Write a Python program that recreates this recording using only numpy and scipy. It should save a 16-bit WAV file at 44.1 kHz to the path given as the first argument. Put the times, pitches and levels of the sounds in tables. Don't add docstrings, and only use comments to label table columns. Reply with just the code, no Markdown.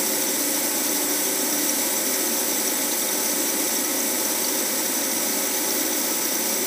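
import sys
import numpy as np
from scipy import signal
from scipy.fft import rfft, irfft
from scipy.io import wavfile

SR = 44100
rng = np.random.default_rng(int(sys.argv[2]) if len(sys.argv) > 2 else 0)


def put_to_file(sound):
    columns = np.atleast_2d(sound).T
    safe = np.clip(columns, -1, 1)
    whole_steps = np.round(safe * 32767)
    wavfile.write(sys.argv[1], SR, whole_steps.astype(np.int16))


N = 293706
TIME_S = np.arange(N) / SR
BINS_HZ = np.fft.rfftfreq(N, 1 / SR)
SHAFT_HZ, CREEP_HZ_PER_S = 29.4, 0.004

CASING_DRONE_DB = {7: -54, 9: -51, 10: -40, 11: -45, 12: -46, 13: -43.5, 15: -58, 17: -50, 18: -55, 19: -54,
                   20: -52, 21: -52, 25: -57, 28: -52, 29: -49, 30: -55, 33: -54, 44: -56, 46: -60, 50: -55,
                   52: -55, 53: -55, 66: -54, 68: -53, 80: -58}
# frequency in Hz, level in dB.
CASING_BUZZ = [(30, -100), (120, -95), (240, -77), (650, -59.5), (1100, -65), (1700, -61), (2100, -64),
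               (2400, -66), (2700, -68.5), (4000, -80)]
# frequency in Hz, level in dB.
FAN_TONES = [(120, -62.5), (539.3, -41), (1078.6, -55), (1617.9, -61), (2157.2, -60)]
# frequency in Hz, density in dB per Hz.
FAN_RUSH = [(25, -110), (65, -104), (90, -85.5), (175, -73), (205, -61.5), (270, -56), (375, -58),
            (430, -67), (640, -65.5), (690, -81), (1050, -74.5), (2300, -71), (3000, -81.5), (6000, -100)]
# centre in Hz, width in Hz, density in dB per Hz.
HOUSING_MODES = [(314, 56, -65), (521, 35, -60.5), (600, 64, -64.5), (736, 40, -66), (870, 78, -62.5),
                 (948, 58, -65), (1115, 44, -69), (1286, 43, -66), (1510, 91, -70.5), (1983, 275, -67.5),
                 (2270, 145, -68)]
# frequency in Hz, density in dB per Hz.
GAS_HISS = [(1000, -103), (2500, -77.5), (3300, -71.5), (4200, -70.5), (5000, -67.5), (6600, -67),
            (7000, -71.5), (7400, -71), (8250, -68), (10300, -69), (10900, -67), (13800, -69), (14300, -66),
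            (15250, -69)]
# centre in Hz, width in Hz, density in dB per Hz.
VALVE_MODES = [(3670, 280, -70.5), (5505, 110, -64), (5760, 113, -60.5), (6046, 180, -59), (6430, 140, -71)]
# centre in Hz, width in Hz, density in dB per Hz.
SEAT_MODES = [(7550, 210, -65.5), (7670, 206, -62.5), (7920, 250, -61), (8570, 120, -64.5),
              (8840, 120, -66.5), (9240, 110, -63.5), (9680, 140, -65), (12350, 90, -74),
              (12660, 120, -67.5), (14640, 280, -63), (15100, 170, -64)]
# time in seconds, peak in dB, pitch in Hz.
LARGE_DROPS = [(1.5264, -19, 5790), (1.6947, -15, 5760), (1.9663, -20, 6130), (2.0652, -22.5, 6000),
               (2.2714, -20, 6040), (2.677, -17, 5780), (3.7647, -20.5, 6000), (4.0044, -18, 6120),
               (5.7069, -19, 5700), (6.2534, -17, 5960), (6.3534, -18, 6020), (2.9174, -25, 3910),
               (3.0204, -25, 3620), (3.0874, -25, 3700), (4.4458, -21.5, 4500), (5.3318, -25, 4360)]
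# mean peak in dB, mean pitch in Hz, pitch spread in Hz.
SMALL_DROP_RANGES = [(-23, 5980, 300), (-32, 4100, 450)]


def amp(db):
    return 10 ** (np.asarray(db) / 20)


def unit_rms(x):
    return x / np.sqrt(np.mean(x ** 2) + 1e-20)


def curve_gain(points, hz):
    points_hz, points_db = np.transpose(points)
    return amp(np.interp(np.log(hz + 1), np.log(points_hz + 1), points_db))


def mode_gain(modes):
    gains = (amp(db) / (1 + 2 * ((BINS_HZ - hz) / width_hz) ** 2) for hz, width_hz, db in modes)
    return np.sqrt(sum(gain ** 2 for gain in gains))


def noise(gain_per_root_hz):
    return irfft(rfft(rng.standard_normal(N)) * gain_per_root_hz, N) * np.sqrt(SR / 2)


def wander(rate_hz):
    return unit_rms(noise((BINS_HZ > 0) / (1 + (BINS_HZ / rate_hz) ** 4)))


def waver(rate_hz):
    grid_s = np.linspace(0, TIME_S[-1], 1500)
    speed, phase_turns = rng.uniform(-1, 1, (2, 6, 1))
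    sines = np.exp(2j * np.pi * (rate_hz * speed * grid_s + phase_turns))
    return np.interp(TIME_S, grid_s, sines.sum(0) / np.sqrt(len(sines)))


def compressor(turns, drift_depth=0.43, scatter_db=2, harmonics=120, boost_db=4, fade_db_per_s=1.9):
    shaft = np.exp(2j * np.pi * turns)
    out, harmonic = np.zeros(N), np.ones(N, complex)
    strongest = max(CASING_DRONE_DB, key=CASING_DRONE_DB.get)
    for k in range(1, harmonics + 1):
        harmonic = harmonic * shaft
        scatter = amp(scatter_db * rng.standard_normal())
        if k in CASING_DRONE_DB:
            gain = amp(CASING_DRONE_DB[k]) * (1 + drift_depth * waver(rate_hz=1.98))
        else:
            gain = curve_gain(CASING_BUZZ, k * SHAFT_HZ) * scatter
        if k == strongest:
            gain = gain * amp(boost_db - fade_db_per_s * TIME_S)
        out += (gain * harmonic * np.exp(2j * np.pi * rng.random())).real
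    return np.sqrt(2) * out


def fan(turns, shake_depth=0.069, drift_depth=0.11):
    air = noise(np.hypot(curve_gain(FAN_RUSH, BINS_HZ), mode_gain(HOUSING_MODES)))
    shake = 1 + shake_depth * np.cos(2 * np.pi * turns)
    tones = np.zeros(N)
    for hz, db in FAN_TONES:
        drift = 1 + drift_depth * waver(rate_hz=2.09)
        tones += amp(db) * (np.exp(2j * np.pi * hz * TIME_S) * drift).real
    return air * shake + np.sqrt(2) * tones


def gas_jet(strokes, flow_db, flutter_db=0.77, stroke_db=0.21, crossover_hz=7000):
    hiss = curve_gain(GAS_HISS, BINS_HZ)
    treble_share = 1 / (1 + (crossover_hz / (BINS_HZ + 1)) ** 6)
    low = noise(hiss * np.sqrt(1 - treble_share))
    high = noise(hiss * np.sqrt(treble_share))
    return (low + high * amp(flow_db)) * amp(flutter_db * wander(rate_hz=45) + stroke_db * strokes)


def valve_seat(flow_db, flicker_db=1.24, top_above_hz=14000, swell_at_s=5.2, swell_s=0.6, swell_db=3):
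    top_db = swell_db * np.clip((TIME_S - swell_at_s) / swell_s, 0, 1)
    out = np.zeros(N)
    for hz, width_hz, db in SEAT_MODES:
        whistle = noise(mode_gain([(hz, width_hz, db)]))
        trend_db = top_db if hz > top_above_hz else flow_db
        flicker = np.sqrt(2) * waver(rate_hz=25).real
        out += whistle * amp(trend_db + flicker_db * flicker)
    return out


def valve_body(strokes, stroke_db=1.6, sputter_db=1.44):
    return noise(mode_gain(VALVE_MODES)) * amp(stroke_db * strokes + sputter_db * wander(rate_hz=22))


def spit(hz, rise_s=0.00065, fall_s=0.0041, whistle_width_hz=170, spray_width_hz=1200, spray_gain=0.15):
    time_s = np.arange(-1024, 1024) / SR
    offset_hz = np.fft.rfftfreq(len(time_s), 1 / SR) - hz
    whistle_bins, spray_bins = rfft(rng.standard_normal((2, len(time_s))))
    narrow_noise = irfft(whistle_bins / (1 + (offset_hz / whistle_width_hz) ** 2))
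    whistle = np.cos(np.angle(signal.hilbert(narrow_noise)))
    spray = unit_rms(irfft(spray_bins / (1 + (offset_hz / spray_width_hz) ** 4)))
    age_s = time_s + rise_s
    envelope = 1 / (np.exp(-age_s / rise_s) + np.exp(age_s / fall_s))
    return (whistle + spray_gain * spray) * envelope / envelope.max()


def drops(spread_db=2, small_per_range=16):
    events = list(LARGE_DROPS)
    for db, hz, spread_hz in SMALL_DROP_RANGES:
        for moment, size, pitch in rng.random((small_per_range, 3)):
            drop_db = db + spread_db * (2 * size - 1)
            drop_hz = hz + spread_hz * (2 * pitch - 1)
            events.append((moment * TIME_S[-1], drop_db, drop_hz))
    out = np.zeros(N)
    for at_s, db, hz in events:
        burst = amp(db) * spit(hz)
        index = round(at_s * SR) - len(burst) // 2 + np.arange(len(burst))
        inside = (index >= 0) & (index < N)
        out[index[inside]] += burst[inside]
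    return out


def scene(flow_start_db=0.65, flow_hold_s=2.2, ease_db_per_s=0.36):
    turns = np.cumsum(SHAFT_HZ + CREEP_HZ_PER_S * TIME_S) / SR
    strokes = np.cos(4 * np.pi * turns)
    flow_db = flow_start_db - ease_db_per_s * np.maximum(TIME_S - flow_hold_s, 0)
    machine = compressor(turns) + fan(turns)
    gas = gas_jet(strokes, flow_db) + valve_seat(flow_db) + valve_body(strokes)
    mono = machine + gas + drops()
    return np.array([mono, mono])


def record(dry, low_cut_hz=58, high_cut_hz=15290):
    highpass = signal.butter(3, low_cut_hz, "highpass", fs=SR, output="sos")
    lowpass = signal.firwin(1023, high_cut_hz, window=("kaiser", 8), fs=SR)
    return signal.oaconvolve(signal.sosfilt(highpass, dry), lowpass[None], "same", axes=1)


dry = scene()
out = record(dry)
put_to_file(out)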